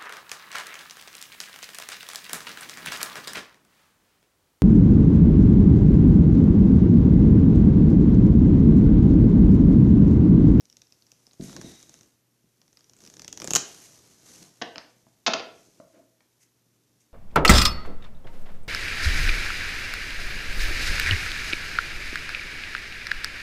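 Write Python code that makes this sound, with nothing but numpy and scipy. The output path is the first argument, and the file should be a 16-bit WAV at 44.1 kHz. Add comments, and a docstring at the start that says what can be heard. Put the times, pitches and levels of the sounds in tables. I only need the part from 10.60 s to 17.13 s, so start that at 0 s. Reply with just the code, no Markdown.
"""Cards flick off a thumb in quick runs, each slapping the pile a moment later; at a wooden table in a quiet room
forearms land, cards slide and swish, and the deck is tapped square and briefly rubbed on the wood.
Flicks, taps and thumps are short bursts and pushes through resonances; slides and swishes are coloured noise
with moving levels. The room answers in decaying noise; a mains hum and the microphone's hiss lie under it all."""
import sys
import numpy as np
from scipy import signal
from scipy.fft import rfft, irfft, next_fast_len
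from scipy.io import wavfile
from scipy.ndimage import map_coordinates

SR = 44100
rng = np.random.default_rng(int(sys.argv[2]) if len(sys.argv) > 2 else 0)


def file_out(sig):
    """Save sig as 16-bit WAV at sys.argv[1]."""
    # one column per channel
    cols = np.atleast_2d(sig).T
    # limit, then scale
    lim = np.clip(cols, -1, 1)
    pcm = np.round(lim * 32767).astype(np.int16)
    wavfile.write(sys.argv[1], SR, pcm)


N = 287973

# resonances of the table top: (f/Hz, width/Hz, level/dB)
TABLE_MODES = [(117, 18, -9), (201, 34, 0), (259.8, 57, -3), (367, 49, 1), (483, 20, -6.5), (656, 36, 5),
               (900, 33, -32.5)]


def amp(db):
    """Decibels to a linear factor."""
    return 10 ** (np.asarray(db) / 20)


def unit(x):
    """Scales to an rms of 1."""
    return x / np.sqrt(np.mean(x ** 2) + 1e-20)


def peaked(x):
    """Scales to a peak of 1."""
    return x / (np.max(np.abs(x)) + 1e-20)


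def along(points, hz):
    """Reads a curve of (f/Hz, value) points on a log frequency axis."""
    f, v = np.transpose(points)
    return np.interp(np.log(hz + 1), np.log(f + 1), v)


def curves(rows):
    """One value per sample for each column after the time."""
    s, *cols = np.transpose(rows)
    return [np.interp(np.arange(N) / SR, s, c) for c in cols]


def wobble(rate):
    """A smooth random curve, rate knots a second."""
    knots = rng.standard_normal(int(N * rate / SR) + 4)
    return map_coordinates(knots, [np.arange(N) * rate / SR])


def filtered(x, response):
    """Applies a complex response of frequency."""
    n = x.shape[-1]
    m = next_fast_len(n + SR // 4)
    return irfft(rfft(x, m) * response(np.fft.rfftfreq(m, 1 / SR)), m)[..., :n]


def modes(rows):
    """Causal response of resonances (f/Hz, width/Hz, level/dB), with alternating signs."""
    def response(f):
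        total = 0
        for k, (centre, width, db) in enumerate(rows):
            damping = 1j * f * width
            total = total + (-1) ** k * amp(db) * damping / (centre * centre - f * f + damping)
        return total
    return response


def causal(gain):
    """The same gain with no ringing before the blow (folded cepstrum)."""
    def response(hz):
        cep = irfft(np.log(gain(hz) + 1e-6))
        half = len(cep) // 2
        cep[1:half] *= 2
        cep[half + 1:] = 0
        return np.exp(rfft(cep))
    return response


def noise(colour):
    """Steady noise shaped by (f/Hz, level/dB) points, at an rms of 1."""
    return unit(filtered(rng.standard_normal(N), lambda hz: amp(along(colour, hz))))


def add(track, s, sound):
    """Mixes a sound in at s seconds."""
    track[round(s * SR):][:len(sound)] += sound


def snap(t, hz, body_db):
    """A freed card edge slips with a quickly dying tone and chatter, over a broader, lower body."""
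    chatter = rng.standard_normal(len(t)) * (t / 0.00013) * amp(-60 * t / 0.0057)
    tone = amp(-60 * t / 0.0022) * np.cos(2 * np.pi * hz * t)
    edge = modes([(hz, 1600, 0), (2700, 1500, -8), (12500, 3000, -18), (6200, 400, -6)])
    ring = peaked(filtered(2.6 * tone + 0.4 * chatter, edge))
    burst = rng.standard_normal(len(t)) * amp(-60 * t / 0.015)
    body = peaked(filtered(burst, modes([(1620, 1500, 0), (500, 400, 0.0013)])))
    return ring + amp(body_db) * body


def slap(t, leak_hz=150):
    """A card landing on the pile pushes out the trapped air and cracks brightly."""
    push = (t / 0.00029) * np.exp(-t / 0.00051)
    # a small card radiates no deep bass
    push = filtered(push, lambda f: (1j * f / (leak_hz + 1j * f)) ** 2)
    burst = rng.standard_normal(len(t)) * amp(-60 * t / 0.0025)
    crack = peaked(filtered(burst, modes([(5500, 3600, 0)])))
    return peaked(push) + 1.2 * crack


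def flicks(lead_s=0.0008, fall_s=0.0075):
    """Each ring starts lead_s after its listed time; the card slaps the pile fall_s later."""
    # cards leaving the thumb: (t/s, ring level/dB, ring f/Hz)
    releases = [(0.0074, -48.5, 5350), (0.0538, -43.5, 6000), (0.0987, -41.5, 5700), (0.1261, -41, 5630),
                (0.168, -36, 6100), (0.2174, -37, 5970), (0.2698, -49, 5240), (0.3227, -39.5, 5500),
                (0.4219, -46, 4840), (0.4663, -47, 5700), (0.5172, -37, 6100), (0.6669, -40, 5530),
                (0.7108, -45.5, 4350), (0.7322, -43, 6350), (0.8096, -38.5, 4570), (0.8944, -39.5, 5770),
                (0.9284, -40, 5920), (0.9642, -27.5, 6000), (1.0131, -30.5, 5930), (1.2017, -41, 5930),
                (1.2271, -35.5, 6500), (1.2935, -36.5, 6530), (1.3404, -35, 6260), (1.3887, -45, 6100),
                (1.4092, -39.5, 6240), (1.4314, -45, 6300), (2.0153, -46, 5730), (2.0787, -51, 5660),
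                (2.1286, -47, 6300), (2.171, -38, 5300), (2.1914, -49, 6740), (2.2069, -46.5, 5160),
                (2.2423, -46.5, 5900), (2.2957, -41, 6200), (2.3341, -41, 6040), (2.3655, -46, 7570),
                (2.3875, -46, 6800), (2.4044, -41, 6200), (2.4184, -43, 5960), (2.4374, -39, 6000),
                (2.4498, -40, 6000), (2.4628, -35.5, 6040), (2.4743, -36, 5610), (2.4992, -37.5, 6300),
                (2.5386, -36.5, 6400), (2.5676, -35.5, 6040), (2.5945, -30.5, 5870), (2.6184, -29, 6150),
                (2.6454, -30, 5940), (2.6788, -24, 6300), (2.7267, -22.5, 6150), (2.7736, -26, 6270),
                (2.8, -26, 5860), (2.818, -24, 5930), (2.8429, -22, 7300), (2.8739, -17.5, 6400),
                (2.9063, -11.5, 6610), (2.9342, -9, 6830), (2.9512, -3.5, 6350), (2.9584, -2.5, 6750),
                (2.9614, -11, 6410), (2.9644, -5, 6050)]
    # fuller when the deck is near the table: (t/s, body level/dB re ring, slap level/dB re ring)
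    fullness = [(0.1, -23, -23), (0.6, -19, -12.5), (0.9, -1, -9), (1.25, -14.5, -17), (2.05, -6.5, -20),
                (2.3, -14, -24.5), (2.6, -10.5, -16.5), (2.73, -15.5, -20), (2.83, -4.5, -7.5),
                (2.945, -16.5, -14), (2.965, -9, -26)]
    out, t = np.zeros(N + SR), np.arange(SR // 20) / SR
    bodies_db, slaps_db = curves(fullness)
    for s, db, hz in releases:
        body_db, slap_db = bodies_db[round(s * SR)], slaps_db[round(s * SR)]
        add(out, s + lead_s, amp(db) * snap(t, hz, body_db))
        add(out, s + lead_s + fall_s, amp(db + slap_db) * slap(t))
    return out[:N]


def taps():
    """Rough bursts of contact, mostly quick rattles of card edges, with the table top ringing under them."""
    # deck edges on wood, and a short rub at 5.33 to 5.43 s:
    # (t/s, peak level/dB, full-strength length/ms, tilt/dB per octave, table drive/dB)
    blows = [(3.826, -43, 3.2, 1.5, 11), (4.015, -24.5, 6.3, -4.5, 1), (4.019, -15, 5.3, -1, 10.5),
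             (4.158, -24.5, 0.88, -2.5, 4), (4.1813, -22, 0.33, 5, 4), (4.186, -37, 1.3, -3, 3.5),
             (4.467, -47, 1.6, -10.5, 6.5), (4.664, -9.5, 11.8, 1.5, 6), (4.677, -10, 5.47, -1, 9.5),
             (4.694, -27.5, 1.5, -7.5, -5), (4.735, -12, 5.5, 3, 11), (4.741, -21.5, 10.3, -5, 5.5),
             (4.7963, -22, 0.41, 0.6, 8.5), (4.803, -22.5, 1, -4.5, -7), (5.2, -35.5, 2.93, -8, 9),
             (5.332, -51.5, 20, -7, 8), (5.351, -48, 32, -7, 8.5), (5.39, -53.5, 40, -9, 11),
             (5.606, -51.5, 2.6, -3.5, 7)]
    # colour of the contact: (f/Hz, level/dB)
    contact_colour = [(30, -43.5), (130, -16), (250, -1), (480, 1.5), (700, 2.5), (1500, 2), (5200, 1),
                      (6800, -7), (7800, -32), (15000, -55)]
    out, t = np.zeros(N + SR), np.arange(SR // 4) / SR
    for s, db, length_ms, tilt_db, wood_db in blows:
        over = np.maximum(t - length_ms / 1000, 0)
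        grains = np.sign(rng.standard_normal(len(t))) * amp(4 * rng.standard_normal(len(t)))
        burst = grains * amp(-60 * over / 0.005)
        contact = filtered(burst, causal(lambda hz: amp(along(contact_colour, hz))))
        edges = filtered(contact, causal(lambda hz: amp(tilt_db * np.log2((hz + 100) / 1000))))
        wood = amp(wood_db) * filtered(contact, modes(TABLE_MODES))
        add(out, s, amp(db) * peaked(edges + wood))
    return out[:N]


def thumps():
    """A soft push of flesh rings the table's low modes and sways its frame at 42 Hz."""
    # forearms and wrists settling on the table: (t/s, level/dB of the ringing peak)
    landings = [(0.797, -25.5), (0.818, -29), (0.839, -32.5), (0.854, -37), (0.883, -37.5), (0.99, -34.5),
                (1.017, -43), (1.041, -30.5), (1.405, -50.5), (1.838, -55), (3.812, -51), (4.173, -44),
                (4.361, -58)]
    out, t = np.zeros(N + SR), np.arange(SR // 2) / SR
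    for s, db in landings:
        push = (t / 0.0008) ** 3 * np.exp(-t / 0.00057)
        # each landing excites the modes in a slightly different balance
        varied = [(hz, width, level + rng.normal(0, 1.5)) for hz, width, level in TABLE_MODES]
        sway = amp(-24 - 60 * t / 0.21) * np.sin(2 * np.pi * 42 * t)
        add(out, s, amp(db) * (peaked(filtered(push, modes(varied))) + sway))
    return out[:N]


def slides():
    """Sliding cards and skin make a fine, flickering friction hiss and a lumpy rumble in the wood."""
    # cards and skin sliding: (t/s, hiss level/dB, table rumble level/dB)
    strokes = [(0.0, -74, -72), (0.78, -68.5, -73.5), (0.83, -50.5, -64), (0.92, -53, -53.5),
               (0.964, -58, -48), (1.1, -54, -50.5), (1.2, -58, -62.5), (1.46, -67, -67),
               (1.62, -80, -80.5), (2.36, -70, -68.5), (2.44, -58.5, -59.5), (2.72, -69.5, -57.5),
               (2.9, -51, -49.5), (3.1, -51, -62.5), (3.58, -62.5, -65), (3.7, -53, -61.5),
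               (3.83, -53.5, -55.5), (3.92, -64, -67.5), (4.65, -73.5, -74.5), (5.0, -63, -64.5),
               (5.55, -76, -79.5), (6.53, -75, -72)]
    # colour of the hiss: (f/Hz, level/dB per Hz)
    hiss_colour = [(300, -38), (500, -8.5), (1400, -11.5), (3000, -12), (4800, -8), (6200, -2),
                   (7600, -8.5), (10000, -12), (13000, -12.5), (14300, -38.5), (15000, -63.5)]
    # colour of the rumble: (f/Hz, level/dB per Hz)
    rumble_colour = [(18, -55), (30, -16), (167, -0.5), (259, -5), (300, -1.5), (480, -10), (1000, -27.5),
                     (1300, -56), (2200, -120)]
    hiss_db, rumble_db = curves(strokes)
    grain = amp(0.58 * wobble(40) + 1.8 * wobble(300))
    lumps = amp(1.8 * wobble(45))
    hiss = amp(hiss_db) * unit(grain * noise(hiss_colour))
    rumble = amp(rumble_db) * unit(lumps * noise(rumble_colour))
    return hiss, rumble


def hollow():
    """A hollow ring in the hiss, perhaps air between cupped hands: noise through three resonances."""
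    # while the ring is heard: (t/s, level/dB)
    cupped = [(.86, -62), (.93, -57), (1.0, -62), (1.055, -54.5), (1.19, -60), (1.27, -71), (1.38, -68)]
    # resonances of the hollow: (f/Hz, width/Hz, level/dB)
    cavity = [(1950, 320, -5.5), (3800, 190, 3), (6040, 620, -4)]
    t = np.arange(N) / SR
    held = (t > cupped[0][0]) & (t < cupped[-1][0])
    return held * amp(curves(cupped)[0]) * unit(filtered(rng.standard_normal(N), modes(cavity)))


def swishes():
    """Short bright strokes of card on card that swell and stop: flickering noise in bell-shaped bursts."""
    # quick card strokes: (middle t/s, half length/s, level/dB at the middle)
    bursts = [(0.847, 0.026, -51), (3.247, 0.028, -52.5), (5.829, 0.022, -60), (6.417, 0.018, -64.5)]
    # colour of the strokes: (f/Hz, level/dB per Hz)
    stroke_colour = [(800, -45), (2000, -6), (4000, -14), (6400, 0.5), (8500, -8), (13000, -10),
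                     (14500, -20), (15500, -80)]
    t = np.arange(N) / SR
    swell = sum(amp(db) * np.exp(-((t - s) / half) ** 2) for s, half, db in bursts)
    return swell * unit(amp(3.5 * wobble(200)) * noise(stroke_colour))


def room(x, first_s):
    """Each frequency of the walls' answer dies at its own speed; it never repeats exactly."""
    # decay of the room: (f/Hz, time to fall 60 dB/s)
    decay = [(150, 0.27), (400, 0.65), (1000, .42), (3000, 0.45), (7000, 0.32), (13000, 0.098)]
    wet, hop = np.zeros(N + 2 * SR), SR // 8
    for start in range(0, N, hop):
        # every eighth of a second gets a fresh tail of equal energy
        hz, t, z = signal.stft(rng.standard_normal(SR // 2), SR, nperseg=256)
        fade = amp(-60 * t / along(decay, hz)[:, None])
        tail = signal.istft(z * fade, SR, nperseg=256)[1]
        tail = tail / np.linalg.norm(tail)
        add(wet, start / SR + first_s, signal.fftconvolve(x[start:start + hop], tail))
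    return wet[:N]


def hum():
    """Mains hum: low sines wavering in level and phase."""
    # hum partials: (f/Hz, level/dB rms about which each wavers)
    partials = [(119.5, -77.5), (239, -85.5)]
    t, out = np.arange(N) / SR, np.zeros(N)
    for hz, db in partials:
        level = np.sqrt(2) * amp(db + 2.5 * wobble(8))
        out += level * np.sin(2 * np.pi * hz * t + 0.8 * wobble(7))
    return out


def room_tone(level_db=-72.5):
    """Room tone and microphone hiss: coloured noise whose level drifts slightly."""
    # colour of the quiet: (f/Hz, level/dB per Hz)
    quiet_colour = [(18, -27), (45, -33), (100, -25.5), (140, -15), (250, -9), (400, -12), (800, -19),
                    (1700, -20.5), (4500, -22.5), (6200, -23), (8000, -25), (14300, -17), (14900, -70.5)]
    return amp(level_db + 0.6 * wobble(3)) * noise(quiet_colour)


def scene():
    """Mixes the direct sounds, the room's answer and the quiet bed."""
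    cards, knocks, arms = flicks(), taps(), thumps()
    hiss, rumble = slides()
    hiss = hiss + swishes()
    # the table sends mostly its duller sound to the walls
    spread = filtered(knocks, lambda hz: 1 / (1 + 1j * hz / 3500))
    send = amp(-11.5) * cards + amp(-5.5) * spread + amp(-8.5) * arms + amp(-12) * hiss
    wet = room(send, first_s=0.004)
    direct = cards + knocks + arms + hiss + rumble + hollow()
    return (direct + wet + hum() + room_tone())[None]


def record(dry, treble_hz=14000, top_hz=15600):
    """The small microphone loses the top treble; nothing is kept above the band limit."""
    return filtered(dry, lambda hz: (hz < top_hz) / (1 + (hz / treble_hz) ** 8))


dry = scene()
out = record(dry)
file_out(out)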